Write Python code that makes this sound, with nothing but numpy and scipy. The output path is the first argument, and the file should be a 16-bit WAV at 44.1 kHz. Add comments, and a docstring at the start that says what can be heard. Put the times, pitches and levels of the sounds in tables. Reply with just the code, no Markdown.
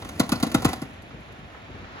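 """Stone steps on a plaza, a road nearby, light wind; heard through a pair of small microphone ports.
An electric unicycle bumps down five steps, bounces once and rolls off into the distance.
At each step the tyre thumps and rings, the hollow shell knocks and the pedals clatter; loose parts
rattle in between, and low walls slap the sound back. Further off the tyre ticks over grit and
scuffs twice, while a car nears on the road to the left."""
import sys
import numpy as np
from scipy import signal
from scipy.fft import rfft, irfft, next_fast_len
from scipy.io import wavfile

SR = 44100
rng = np.random.default_rng(int(sys.argv[2]) if len(sys.argv) > 2 else 0)


def put_to_file(sound):
    """Save the sound as 16-bit audio at rate SR, in the file named by the first command-line argument."""
    columns = np.atleast_2d(sound).T  # one column per channel
    safe = np.clip(columns, -1, 1)
    whole_steps = np.round(safe * 32767)
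    wavfile.write(sys.argv[1], SR, whole_steps.astype(np.int16))


N = 88200

# the wheel lands: t/s, tyre thump/dB, tyre pitch/Hz, low thud/dB, shell knock/dB, clatter/dB
LANDINGS = [(0.1952, -9, 267, -22, -21, -22.5), (.318, -11, 254, -28, -21.5, -27),
            (0.426, -10, 255, -42, -23.5, -24.5), (0.5427, -7.5, 274, -19.5, -19, -25),
            (0.6458, -8.5, 288, -15.5, -18.5, -22), (0.8166, -21.5, 285, -28.5, -37, -41)]
# loose parts rattle as the wheel jolts: t/s, knock/dB, click/dB, tyre bump/dB
RATTLES = [(.020, -30.5, -44.5, -51), (0.047, -35.5, -41, -42), (0.053, -49, -54, -33),
           (0.09, -35.5, -36, -40), (0.236, -43, -61, -29), (.292, -28.5, -29.5, -29),
           (0.354, -38, -43, -32.5), (.400, -37.5, -37, -46), (0.466, -56, -38, -21.5),
           (0.516, -31, -32.5, -31), (0.621, -33, -35, -43), (0.681, -35, -42, -35.5),
           (0.689, -29, -32.5, -35.5), (0.731, -28.5, -30, -26.5), (0.759, -60, -46, -44)]


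def amp(db):
    """Decibels to gain."""
    return 10 ** (np.asarray(db) / 20)


def unit(x):
    """Scales to rms 1."""
    return x / np.sqrt(np.mean(x ** 2) + 1e-20)


def read(points, hz):
    """Reads a table along log frequency."""
    f, value = np.transpose(points)
    return np.interp(np.log(hz + 1), np.log(np.sort(f) + 1), value)


def clock():
    """Time of every sample."""
    return np.arange(N) / SR


def level(points):
    """Gain over time from rows of t/s, level/dB."""
    return amp(np.interp(clock(), *np.transpose(points)))


def colour(x, points):
    """Minimum-phase filter from rows of f/Hz, level/dB; white noise keeps its power."""
    size = 4096
    gain = unit(amp(read(points, abs(np.fft.fftfreq(size, 1 / SR)))))
    response = np.exp(np.conj(signal.hilbert(np.log(gain + 1e-6))))
    taps = np.fft.ifft(response).real[:size // 2]
    return signal.oaconvolve(x, taps[None], axes=1)[:, :N]


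def pair(likeness):
    """Partly alike white noises, left and right."""
    a, b = rng.standard_normal((2, N))
    return np.array([a, likeness * a + np.sqrt(1 - likeness ** 2) * b])


def flutter(depth_db, rate_hz):
    """A gain that wanders smoothly at random, by depth_db rms."""
    hz = np.fft.rfftfreq(N, 1 / SR)
    drift = irfft(rfft(rng.standard_normal(N)) * np.exp(-(hz / rate_hz) ** 2), N)
    return amp(depth_db * unit(drift))


def lag_right(x, seconds):
    """Sound from the left reaches the right port later."""
    turn = np.exp(-2j * np.pi * np.fft.rfftfreq(N, 1 / SR) * seconds)
    return np.array([x[0], irfft(rfft(x[1]) * turn, N)])


def burst(start, attack, hold, t60):
    """Envelope: attack, hold, then a steady fall; times in seconds."""
    t = clock() - start
    return np.clip(t / attack, 0, 1) * amp(-60 * np.maximum(t - attack - hold, 0) / t60)


def push(t, hz, rise_s, fall_s, sag_per_s):
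    """A few cycles that swell and die around t = 0 while their pitch sags."""
    t = np.clip(t, -4 * rise_s, 4 * fall_s)
    turns = hz * (1 - np.exp(-sag_per_s * t)) / sag_per_s
    return np.exp(-(t / np.where(t < 0, rise_s, fall_s)) ** 2) * np.cos(2 * np.pi * turns)


def tones(t, modes):
    """Dying sines from t = 0 on, from rows of f/Hz, level/dB, t60/s."""
    t = np.maximum(t, 0)
    return sum(amp(db - 60 * t / t60) * np.sin(2 * np.pi * hz * t) for hz, db, t60 in modes)


def ringing(x, modes):
    """Drives a table of modes with x; white noise keeps its power."""
    ring = tones(clock()[:SR // 4], modes)
    return signal.oaconvolve(x, ring[None] / np.linalg.norm(ring), axes=1)[:, :N]


def rolling():
    """The tread rumbles unevenly over the stone and fades with distance."""
    # rumble down the steps and away: t/s, level/dB
    passage = [(0, -41.5), (.06, -40.5), (.18, -38.5), (.4, -37), (.6, -36.5), (.72, -34), (.8, -42.5),
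               (.88, -48), (.98, -55), (2, -59)]
    # tread on stone: f/Hz, level/dB
    spectrum = [(30, -19), (70, 3.5), (150, -2.5), (280, -2), (420, -12.5), (700, -12), (1300, -17),
                (2500, -21.5), (5000, -27.5), (10000, -29.5), (16000, -39.5)]
    return level(passage) * unit(colour(pair(0.97) * flutter(depth_db=1.93, rate_hz=84), spectrum))


def road():
    """Steady hiss from the nearby road, off to the left."""
    # traffic at the microphone: t/s, level/dB
    traffic = [(0, -47.5), (.9, -46.5), (1.2, -47.5), (1.5, -47.5), (2, -45.5)]
    # road hiss: f/Hz, level/dB
    spectrum = [(60, -25), (250, 4.5), (450, 1.5), (700, 7), (950, -1.5), (1300, 0), (2400, 0),
                (3700, -7.5), (5000, -20), (7000, -20.5), (10000, -66), (16000, -56)]
    # how alike the two ports hear it: f/Hz, likeness/0..1
    coherence = [(60, .95), (300, 0.55), (700, 0.39), (1500, 0.08), (2500, 0.14), (5000, 0.55), (8000, .7),
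                 (12000, 0.45)]
    a, b = rfft(rng.standard_normal((2, N)))
    likeness = read(coherence, np.fft.rfftfreq(N, 1 / SR))
    hiss = irfft(np.array([a, likeness * a + np.sqrt(1 - likeness ** 2) * b]), N)
    hiss = lag_right(hiss, seconds=0.00006)
    return level(traffic) * unit(colour(hiss * flutter(depth_db=0.61, rate_hz=54), spectrum))


def wind():
    """Light wind on the ports makes a low, lumpy rumble."""
    # breeze: t/s, level/dB
    gusts = [(0, -44.5), (.8, -45.5), (1.2, -46), (1.5, -46.5), (1.72, -45), (1.79, -42.5), (2, -48)]
    # wind on the ports: f/Hz, level/dB
    spectrum = [(20, -36.5), (40, -4.5), (60, 0.5), (100, 0.5), (160, -6), (280, -9.5), (450, -15.5),
                (2000, -57.5), (16000, -71)]
    return level(gusts) * unit(colour(pair(0.88) * flutter(depth_db=2.9, rate_hz=27), spectrum))


def thump(start, db, hz):
    """The tyre is squashed, springs back and rings briefly."""
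    # air and rubber of the tyre: f/Hz, level/dB re thump, t60/s
    modes = [(192, -29, 0.15), (245, -21.5, 0.4), (298.2, -19, 0.066)]
    t = clock() - start - 0.00855  # zero when the tyre is flattest, just after contact
    return amp(db) * (push(t, hz, rise_s=0.0043, fall_s=0.0041, sag_per_s=30.5) + tones(t, modes))


def tyre():
    """A thump at each landing, a lower thud as the weight arrives, and small bumps between."""
    out = np.zeros(N)
    for start, thump_db, hz, thud_db, _, _ in LANDINGS:
        out += thump(start, thump_db, hz)
        thud = push(clock() - start - 0.01702, hz=140, rise_s=0.0061, fall_s=0.01, sag_per_s=28)
        out -= amp(thud_db) * thud
    for start, _, _, bump_db in RATTLES:
        out += thump(start, bump_db, hz=268)
    return np.array([out, out])


def shell_and_pedals():
    """Rim blows and bursts of tiny collisions ring the hollow shell; brighter bursts ring the metal."""
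    # grit ticks under the tyre on the plaza: t/s, knock/dB, click/dB
    grit = [(1.021, -72, -51), (1.106, -45, -78), (1.206, -65, -58.5), (1.321, -74, -54.5)]
    # dull knock and bright clatter: f/Hz, level/dB
    knock_spectrum = [(100, -23.5), (300, -6.5), (410, -8.5), (500, 13), (610, -4.5), (750, 10), (940, 2.5),
                      (1100, 1.5), (1400, 0.5), (1680, -15), (2000, -8.5), (2260, -18), (2500, -6),
                      (6000, -20.5), (16000, -59)]
    clatter_spectrum = [(200, -2.5), (1200, -2.5), (1680, 0.5), (2400, 1.5), (3200, 2), (4400, 3),
                        (5600, -1.5), (7500, 2), (8700, -2), (10500, -0.5), (12300, -3.5), (13800, -10.5),
                        (15500, -12.5)]
    # shell and frame, then pedals and brackets: f/Hz, level/dB, t60/s
    shell_modes = [(495.6, 1, 0.09), (696, 1.5, 0.08), (785, 4, 0.029), (1104, 3, 0.031), (1337, 7, 0.017),
                   (1898, -15, 0.042), (2024, -7, 0.047), (2576, -11.5, 0.03)]
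    metal_modes = [(3700, -3, 0.072), (4100, -0.5, 0.071), (4320, -6.5, 0.053), (4784, -1, 0.021),
                   (5220, -1, 0.038), (6450, -6, 0.069), (6650, -5, 0.063), (7230, -6, 0.068),
                   (10200, -8.5, .03), (11300, 0.5, 0.037)]
    knock, clatter, blows = np.zeros((3, N))
    for start, _, _, _, knock_db, clatter_db in LANDINGS:
        blows[round((start + 0.0065) * SR)] = amp(knock_db + 19.5)  # the rim strikes the shell
        knock += amp(knock_db) * burst(start + 0.002, attack=0.003, hold=0.005, t60=0.07)
        clatter += amp(clatter_db) * burst(start, attack=0.002, hold=0.005, t60=0.05)
    for start, knock_db, click_db, *_ in RATTLES + grit:
        knock += amp(knock_db) * burst(start + 0.0005, attack=0.001, hold=0.002, t60=0.05)
        for delay_s, db in (0, 0), (0.0058, -11):  # a strike and its rebound
            clatter += amp(click_db + db) * burst(start + delay_s, attack=0.0006, hold=0.001, t60=0.028)
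    grains = unit(flutter(depth_db=2, rate_hz=1200))
    knock = knock * grains * pair(0.86)
    clatter = clatter * grains * pair(0.86)
    hollow = amp(-3) * colour(knock, knock_spectrum) + ringing(blows + amp(-4) * knock, shell_modes)
    metal = amp(-0.5) * colour(clatter, clatter_spectrum) + amp(-11) * ringing(clatter, metal_modes)
    return hollow + metal


def plaza_echo(x):
    """Two dull slaps off low walls and a thin tail scattered by the steps and plaza."""
    # wall slaps: delay/s, level/dB
    walls = [(0.017, -23), (0.036, -18)]
    # scattered tail: f/Hz, level/dB
    spectrum = [(100, -16.5), (280, -19.5), (600, -6), (2000, -8.5), (6000, -10), (14000, -32.5)]
    bass_t60_s, twice_as_fast_hz = 0.27, 22000
    build_up = np.clip(clock()[:SR // 2] / 0.019, 0, 1) ** 2
    hz, t, scatter = signal.stft(pair(0.39)[:, :SR // 2] * build_up, SR, nperseg=256)
    decay = amp(-60 * t / bass_t60_s * (1 + hz / twice_as_fast_hz)[:, None])
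    energy = (decay ** 2).sum(1, keepdims=True) * t[1] * SR
    decay *= amp(read(spectrum, hz))[:, None] / np.sqrt(energy)
    tail = signal.istft(scatter * decay, SR, nperseg=256)[1]
    slaps = sum(amp(db) * np.pad(x, ((0, 0), (round(s * SR), 0)))[:, :N] for s, db in walls)
    dull = signal.butter(1, 5000, fs=SR)  # rough stone scatters the treble
    return signal.fftconvolve(x, tail, axes=1)[:, :N] + signal.lfilter(*dull, slaps)


def pings():
    """Single parts ring on after a jolt, each with one dying tone."""
    # jolted parts: t/s, f/Hz, level/dB, t60/s
    parts = [(0.358, 4380, -33.5, 0.059), (.357, 5050, -34, .05), (.547, 3800, -22, .035),
             (.684, 1993, -32.5, 0.11), (.733, 762, -24, 0.032)]
    out = sum(tones(clock() - start, [mode]) for start, *mode in parts)
    return np.array([out, out])


def car():
    """A car nears from the left: a distant rush first, then the hiss of its tyres."""
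    # the approach: t/s, level/dB
    rush_level = [(0, -60), (1, -56.5), (1.45, -53.5), (1.7, -51), (1.88, -48), (2, -43)]
    hiss_level = [(0, -80), (1.6, -72), (2, -57.5)]
    # rush and tyre hiss: f/Hz, level/dB
    rush_spectrum = [(100, -20), (400, -4), (750, 2), (1000, 3), (1400, 3.5), (2400, -10.5), (3600, -14.5),
                     (5500, -21), (8000, -43), (16000, -51)]
    hiss_spectrum = [(1000, -25), (2500, -1), (3300, -2), (4500, 0), (6000, -12), (9000, -35)]
    lag_s = 0.00011
    rush = colour(lag_right(pair(0.61), lag_s), rush_spectrum) * flutter(depth_db=0.84, rate_hz=25)
    hiss = colour(lag_right(pair(0.5), lag_s), hiss_spectrum)
    return level(rush_level) * unit(rush) + level(hiss_level) * unit(hiss)


def scuffs():
    """Rubber drags briefly over gritty stone as the wheel turns."""
    # drags: t/s, level/dB
    drags = [(1.539, -46), (1.82, -51.5)]
    # rubber on grit: f/Hz, level/dB
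    spectrum = [(300, -17), (800, 5), (1400, 1), (2100, -1), (3200, -17), (8000, -39)]
    envelope = sum(amp(db) * burst(start, attack=0.006, hold=0.025, t60=0.12) for start, db in drags)
    return envelope * unit(colour(pair(0.7) * flutter(depth_db=4.6, rate_hz=250), spectrum))


def scene():
    """The wheel, its echo and the open air, from where the microphone stands."""
    wheel = tyre() + shell_and_pedals() + pings()
    return wheel + plaza_echo(wheel) + rolling() + road() + wind() + car() + scuffs()


def record(dry):
    """The microphone: two small ports that differ in phase and level, a low cut and a band limit."""
    # phase between the ports: f/Hz, left lead/rad
    port_phase = [(0, 0), (350, 0), (900, 1.2), (1400, 1), (2000, 7.3), (3000, 9.1), (4800, 11.4),
                  (5400, 10.3), (6500, 12.4), (8400, 9.4), (9400, 8.9), (10300, 6.3), (11600, 6.2),
                  (12900, 3.2), (13900, 3), (15000, 0)]
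    # balance of the ports: f/Hz, left minus right/dB
    port_balance = [(60, 0), (99, 1.5), (160, 1.5), (270, 2.5), (450, -1.5), (740, -2), (1220, 0.5),
                    (2010, -1), (3330, -1.5), (5500, -5.5), (9080, 1), (15000, -0.5)]
    low_cut_hz, top_hz = 46, 16000
    size = next_fast_len(N + SR // 4)
    hz = np.fft.rfftfreq(size, 1 / SR)
    lean = amp(read(port_balance, hz) / 2)
    ports = np.array([lean, np.exp(-1j * read(port_phase, hz)) / lean])
    heard = irfft(rfft(dry, size) * ports, size)[:, :N]
    heard = signal.sosfilt(signal.butter(2, low_cut_hz, "high", fs=SR, output="sos"), heard)
    band_limit = signal.firwin(511, top_hz, window=("kaiser", 9), fs=SR)
    return signal.oaconvolve(heard, band_limit[None], "same")


dry = scene()
out = record(dry)
put_to_file(out)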